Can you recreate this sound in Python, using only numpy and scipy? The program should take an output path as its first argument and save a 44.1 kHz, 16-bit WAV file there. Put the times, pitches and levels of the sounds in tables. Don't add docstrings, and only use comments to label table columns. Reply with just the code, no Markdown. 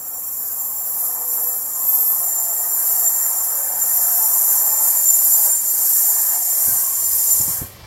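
import sys
import numpy as np
from scipy import signal
from scipy.fft import rfft, irfft, next_fast_len
from scipy.io import wavfile
from scipy.ndimage import uniform_filter1d, map_coordinates

SR = 44100
rng = np.random.default_rng(int(sys.argv[2]) if len(sys.argv) > 2 else 0)


def generate_wav(signal):
    frames = np.transpose(np.atleast_2d(signal))
    scaled = np.clip(frames, -1, 1) * 32767
    pcm = np.round(scaled).astype(np.int16)
    wavfile.write(sys.argv[1], SR, pcm)


N = 346626
TIME = np.arange(N) / SR
MIDWAY_S = 4


def amp(db):
    return 10 ** (np.asarray(db) / 20)


def unit(x):
    return x / np.sqrt(np.mean(np.abs(x) ** 2) + 1e-20)


def curves(rows):
    times, *columns = np.transpose(rows)
    return [np.interp(TIME, times, column) for column in columns]


def wobble(rate):
    knots = rng.standard_normal(int(N * rate / SR) + 4)
    return unit(map_coordinates(knots, [TIME * rate]))


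def filtered(x, response):
    size = next_fast_len(N + SR // 4)
    return irfft(rfft(x, size) * response(np.fft.rfftfreq(size, 1 / SR)), size)[:N]


def colour(hz, spectrum, modes):
    knot_hz, knot_db = np.transpose(spectrum)
    broad_db = np.interp(np.log(hz + 1), np.log(knot_hz), knot_db)
    lift = sum((amp(peak_db) ** 2 - 1) / (1 + (2 * (hz - centre) / width) ** 2)
               for centre, width, peak_db in modes)
    return amp(broad_db) * np.sqrt(np.maximum(1 + lift, .05))


def rush(spectrum, modes, patchy_db):
    z = signal.stft(rng.standard_normal(N), nperseg=2048)[2]
    field = uniform_filter1d(rng.standard_normal(z.shape), size=2, axis=0)
    field = uniform_filter1d(field, size=9, axis=1)
    noise = signal.istft(z * amp(patchy_db * unit(field)), nperseg=2048)[1][:N]
    return unit(filtered(noise, lambda hz: colour(hz, spectrum, modes)))


def driven_mode(pitch_hz, width, skirt):
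    shape = lambda hz: 1 / (1 + 2j * hz / width) / (1 + (hz / skirt) ** 2)
    swing = filtered(rng.standard_normal(N), shape) + 1j * filtered(rng.standard_normal(N), shape)
    carrier = np.exp(2j * np.pi * np.cumsum(pitch_hz * np.ones(N)) / SR)
    return unit(np.real(swing * carrier))


def swell(peak, half, pitch_hz, waver, flutter_db):
    span = np.abs(TIME - peak) < 2.5 * half
    t = TIME[span]
    knots = np.linspace(0, TIME[-1], num=400)
    drift, flutter = [np.interp(t, knots, row) for row in rng.standard_normal((2, 400))]
    sine = np.sqrt(2) * np.sin(2 * np.pi * np.cumsum(pitch_hz + waver * drift) / SR)
    tone = np.zeros(N)
    tone[span] = sine * amp(flutter_db * flutter) * np.exp(-((t - peak) / half) ** 2)
    return tone


def swells(rows):
    return sum(amp(db) * np.exp(-((TIME - peak) / half) ** 2) for peak, half, db in rows)


def follow(control, db, share, rise_db_per_s):
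    control_db, = curves(control)
    swing_db = control_db - control_db.mean()
    return amp(db + share * swing_db + rise_db_per_s * (TIME - MIDWAY_S))


# (peak time [s], half length [s], level [dB])
RUMBLE_SWELLS = [(1.2, 2.5, -61.5), (4.6, 1.1, -57)]
# (frequency [Hz], relative level [dB])
RUMBLE = [(20, -35), (42, -3), (68, 1.5), (110, -11), (200, -4), (500, -34)]
# (frequency [Hz], relative level [dB])
AIR = [(20, -36), (45, -6), (80, -2), (150, 0), (220, 0), (320, 0.5), (600, -4.5), (1200, -2), (2200, -18),
       (4000, -23), (8000, -27), (15700, -23)]


def outdoors():
    rumble = swells(RUMBLE_SWELLS) * rush(RUMBLE, [], patchy_db=-0.5)
    return amp(-51.5) * rush(AIR, [], patchy_db=1.0) + rumble


# (peak time [s], half length [s], level [dB])
GUSTS = [(6.72, .06, -42), (7.13, .16, -51.5), (7.48, 0.13, -42), (7.65, 0.031, -38), (7.84, 0.17, -39)]
# (frequency [Hz], relative level [dB])
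BUFFET = [(20, -35), (50, 1), (95, 4), (160, -6.0), (240, -21), (800, -48)]
# (time [s], nominal level [dB], starting pitch [Hz], decay time [s])
BUMPS = [(6.674, -25.5, 181, 0.014), (7.397, -23.5, 160, 0.015), (7.472, -31, 200, 0.029),
         (7.614, -19.5, 169, 0.014)]


def wind():
    buffet = swells(GUSTS) * amp(1.8 * wobble(22)) * rush(BUFFET, [], patchy_db=-2.0)
    for start, db, hz, length in BUMPS:
        age = np.maximum(TIME - start, 0) / length
        churn_response = lambda f: 1 / (1 + (f / (2.0 * hz)) ** 3)
        churn = unit(filtered(rng.standard_normal(N), churn_response))
        push = np.sin(2 * np.pi * hz * length * 3 * np.log1p(age / 3))
        envelope = 1.86 * (1 - np.exp(-3 * age)) * np.exp(-age)
        buffet = buffet + amp(db) * envelope * (0.51 * push + 0.42 * churn)
    return buffet


# (time [s], level [dB])
ROLL = [(0.0, -50.5), (0.96, -44.5), (1.22, -41), (1.29, -48), (1.38, -39.5), (1.64, -47), (1.92, -40.5),
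        (4.97, -36.5), (5.06, -44.5), (5.51, -37), (5.6, -47.5), (5.84, -40.5), (5.89, -44.5),
        (6.37, -37.5), (6.44, -47), (6.63, -40.5), (7.03, -47), (7.62, -42.5), (7.73, -62), (7.86, -47)]
# (frequency [Hz], relative level [dB])
ROAR = [(200, -27), (400, -10), (650, -6), (950, -0.5), (1300, -5), (1450, -14), (2200, -36)]
# (centre [Hz], width [Hz], level over the broad spectrum [dB])
ROAR_MODES = [(475, 15, 8.8), (574.5, 15, 12.4), (698, 31, 10.8), (743, 41, 13.5), (868, 32, 11.2),
              (925, 23, 9.6), (1067, 28, 8.6), (1226, 23, 6.3), (1336, 27, 10)]


def rolling_roar():
    gain = follow(ROLL, db=-42.5, share=1.0, rise_db_per_s=-0.24) * amp(1.1 * wobble(40))
    return gain * rush(ROAR, ROAR_MODES, patchy_db=3.0)


# (peak time [s], half length [s], level [dB])
GEAR_SWELLS = [(3.24, 0.077, -50.5)]
# (frequency [Hz], relative level [dB])
GEAR = [(1000, -17), (1500, 0.5), (1850, 5), (2050, -1), (2700, -10), (3200, -8), (3800, -19), (4500, -13),
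        (7000, -47)]
# (centre [Hz], width [Hz], level over the broad spectrum [dB])
GEAR_MODES = [(1566, 88, 11.2), (1753, 62, 10.7), (1855, 60, 7.2), (2150, 48, 10), (2360, 106, 10)]


def running_gear():
    gain = follow(ROLL, db=-51.0, share=0.82, rise_db_per_s=0.95) + swells(GEAR_SWELLS)
    return gain * rush(GEAR, GEAR_MODES, patchy_db=4.0)


# (peak time [s], half length [s], level [dB])
HUM_SWELLS = [(1.34, 0.24, -49), (2.0, 0.089, -50)]


def motor_hum(start_hz=514, sag_hz_per_s=20, start_db=-62.5, fade_db_per_s=0.5):
    pitch_hz = start_hz - sag_hz_per_s * TIME + 1.48 * wobble(14)
    gain = amp(start_db - fade_db_per_s * TIME) + swells(HUM_SWELLS)
    return gain * amp(1.5 * wobble(17)) * unit(np.sin(2 * np.pi * np.cumsum(pitch_hz) / SR))


# (peak time [s], half length [s], level [dB])
WHINE_SWELLS = [(1.1, 1.1, -52.5), (6.82, 0.32, -45.5), (7.45, 0.26, -47.5)]


def gear_whine():
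    return swells(WHINE_SWELLS) * driven_mode(1088, width=72, skirt=56)


# (frequency [Hz], relative level [dB])
NEAR = [(100, -16), (500, 14), (1100, -3), (1600, -6.5), (2400, -2.5), (3100, 3.5), (3800, 0), (4800, 5.5),
        (7200, -3), (10000, -6), (15700, -24)]
# (centre [Hz], width [Hz], level over the broad spectrum [dB])
NEAR_MODES = [(755, 62, 4.8), (1110, 65, 6.6), (1340, 50, 5.6), (1570, 55, 8), (1880, 43, 17),
              (2030, 67, 11), (2305, 130, 13.5), (3150, 200, 3.1), (4140, 86, 5)]


def nearing_rush():
    return amp(-45.5 + 2.2 * (TIME - TIME[-1])) * rush(NEAR, NEAR_MODES, patchy_db=2.5)


def train():
    return rolling_roar() + running_gear() + motor_hum() + gear_whine() + nearing_rush()


# (frequency [Hz], level at the release [dB])
RING_OUT = [(12182, -41), (12295, -43), (13211, -49), (13248, -43), (14158, -53), (14395, -51),
            (15434, -45)]


def ring_out(release=7.6, t60=0.52):
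    decay = amp(-60 * np.maximum(TIME - release, 0) / t60)
    envelope = np.clip(TIME / release, 0, 1) ** 4 * decay
    return envelope * sum(amp(db) * driven_mode(hz, width=10, skirt=50) for hz, db in RING_OUT)


# (peak time [s], half length [s], frequency [Hz], level [dB])
SQUEALS = [(.4, .45, 15276, -33), (.8, .25, 15515, -38), (.8, .4, 13415, -37), (1.4, .17, 13102, -31),
           (1.98, .16, 13412, -21), (2.4, .3, 9180, -38), (2.55, .3, 13405, -35), (2.92, .17, 13483, -28),
           (3.0, .2, 14448, -33), (4.25, .25, 13408, -27), (4.62, .15, 13380, -28), (4.88, .08, 13380, -23),
           (5.1, .35, 14448, -34), (5.35, .15, 13366, -31), (5.54, .07, 9279, -26), (6.07, .13, 13480, -26),
           (6.55, .15, 13385, -32), (7.08, .15, 13460, -31)]


def squeals():
    return sum(amp(db) * swell(peak, half, hz, waver=6.8, flutter_db=3.5)
               for peak, half, hz, db in SQUEALS)


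def rubbing(stop_s=7.575, fall_db_per_s=163):
    return amp(-fall_db_per_s * np.maximum(TIME - stop_s, 0))


# (time [s], level [dB])
WHISTLE = [(0.0, -37), (1.81, -30), (2.1, -34), (2.36, -25.5), (2.67, -28.5), (3.07, -23), (3.75, -30),
           (3.79, -25.5), (5.58, -22), (5.64, -27.5), (6.13, -22), (6.34, -26.5), (7.09, -27.5),
           (7.41, -23.5), (7.56, -33)]
# (peak time [s], half length [s], level [dB])
WHISTLE_FLARES = [(2.36, .07, -33), (3.08, 0.027, -23), (4.68, .07, -30), (5.1, .04, -27),
                  (6.08, 0.056, -25.5), (7.28, 0.051, -28)]


def whistle(start_hz=7270, sag_hz=80, settle_s=4, flutter_db=2.5):
    pitch_hz = start_hz - sag_hz * (1 - np.exp(-TIME / settle_s))
    gain = follow(WHISTLE, db=-31.7, share=1.27, rise_db_per_s=0.25) + swells(WHISTLE_FLARES)
    main = gain * driven_mode(pitch_hz + 7 * wobble(9), width=49, skirt=145)
    under_gain = follow(WHISTLE, db=-49, share=1.0, rise_db_per_s=-1.1)
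    under = under_gain * driven_mode(5635, width=51, skirt=31)
    return (main * amp(flutter_db * wobble(32)) + under) * rubbing()


# (frequency [Hz], relative level [dB])
BAND = [(6700, -39), (7010, 0.5), (7075, 2), (7150, 0.5), (7320, 1.5), (7430, 5.5), (7500, 4.5),
        (7590, 0.5), (7690, -2.5), (8000, -35)]


def whistle_band():
    return follow(WHISTLE, db=-31.5, share=0.68, rise_db_per_s=-0.1) * rush(BAND, [], patchy_db=2.0)


# (time [s], level [dB])
HISS_LEVEL = [(0.0, -33), (0.46, -25.5), (0.82, -27), (1.05, -20.5), (1.2, -26.5), (1.32, -21),
              (1.73, -25.5), (1.94, -19.5), (2.48, -23.5), (2.92, -18.5), (3.75, -23), (3.92, -18),
              (4.51, -17), (4.76, -20), (4.88, -16), (4.95, -19), (5.45, -15.5), (5.56, -23.5), (5.96, -16),
              (6.42, -21.5), (6.7, -17.5), (6.93, -22), (7.35, -17.5), (7.56, -24)]
# (frequency [Hz], relative level [dB])
BODY = [(3000, -43), (4000, -25), (4700, -13.5), (5300, -12), (6200, -5.5), (6700, -1.5), (7000, -1),
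        (7600, -7.5), (9000, -42)]
# (centre [Hz], width [Hz], level over the broad spectrum [dB])
BODY_MODES = [(5085, 54, 7.5), (5340, 54, 4.6), (5606, 83, 9.1), (5920, 37, 4.3), (6160, 35, 4.9)]


def rail_body():
    gain = follow(HISS_LEVEL, db=-36.0, share=0.85, rise_db_per_s=1.15)
    return gain * rush(BODY, BODY_MODES, patchy_db=3.5)


# (frequency [Hz], relative level [dB])
HISS = [(5000, -32), (6800, -9), (7800, -1.5), (8400, 0.5), (9500, 1.5), (10100, 0), (11000, -5.5),
        (13000, -24)]
# (centre [Hz], width [Hz], level over the broad spectrum [dB])
HISS_MODES = [(8840, 80, 1.6), (9280, 46, 3.4), (9190, 26, 11.5)]


def rail_hiss():
    gain = follow(HISS_LEVEL, db=-31.0, share=0.95, rise_db_per_s=1.24)
    return gain * rush(HISS, HISS_MODES, patchy_db=2.5)


# (frequency [Hz], relative level [dB])
FIZZ = [(7500, -44.5), (9500, -10.5), (10300, -5.5), (11300, -1), (12500, 0.5), (13400, 0), (13800, -2.5),
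        (14800, -9), (15700, -7.5)]
# (centre [Hz], width [Hz], level over the broad spectrum [dB])
FIZZ_MODES = [(11220, 160, 3), (12215, 100, 6), (12390, 90, 4), (13260, 90, 3), (13420, 110, 2),
              (15520, 70, 3)]


def rail_fizz():
    gain = follow(HISS_LEVEL, db=-20.5, share=0.98, rise_db_per_s=-0.05)
    return gain * rush(FIZZ, FIZZ_MODES, patchy_db=2.0)


def thicket(hz, spacing, depth_db):
    knots = np.arange(0, SR / 2, spacing)
    return amp(depth_db * np.interp(hz, knots, rng.standard_normal(len(knots))))


def rails():
    bright = filtered(rail_fizz() + rail_hiss(), lambda hz: thicket(hz, spacing=16, depth_db=2))
    shimmer = amp(0.49 * wobble(70))
    return (bright + rail_body() + whistle_band()) * rubbing() * shimmer


# (delay [s], share of the direct sound [gain])
ECHOES = [(.00581, .2), (.0018, .05)]


def close_echoes(direct):
    return filtered(direct, lambda hz: 1 + sum(share * np.exp(-2j * np.pi * hz * delay)
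                                               for delay, share in ECHOES))


def scene():
    direct = train() + ring_out() + squeals() + whistle() + rails()
    mono = outdoors() + wind() + close_echoes(direct)
    return np.array([mono, mono])


def record(dry, low_hz=38, top_hz=15760):
    passband = lambda hz: (hz < top_hz) * hz ** 4 / np.sqrt(hz ** 8 + low_hz ** 8)
    return np.array([filtered(channel, passband) for channel in dry])


dry = scene()
out = record(dry)
generate_wav(out)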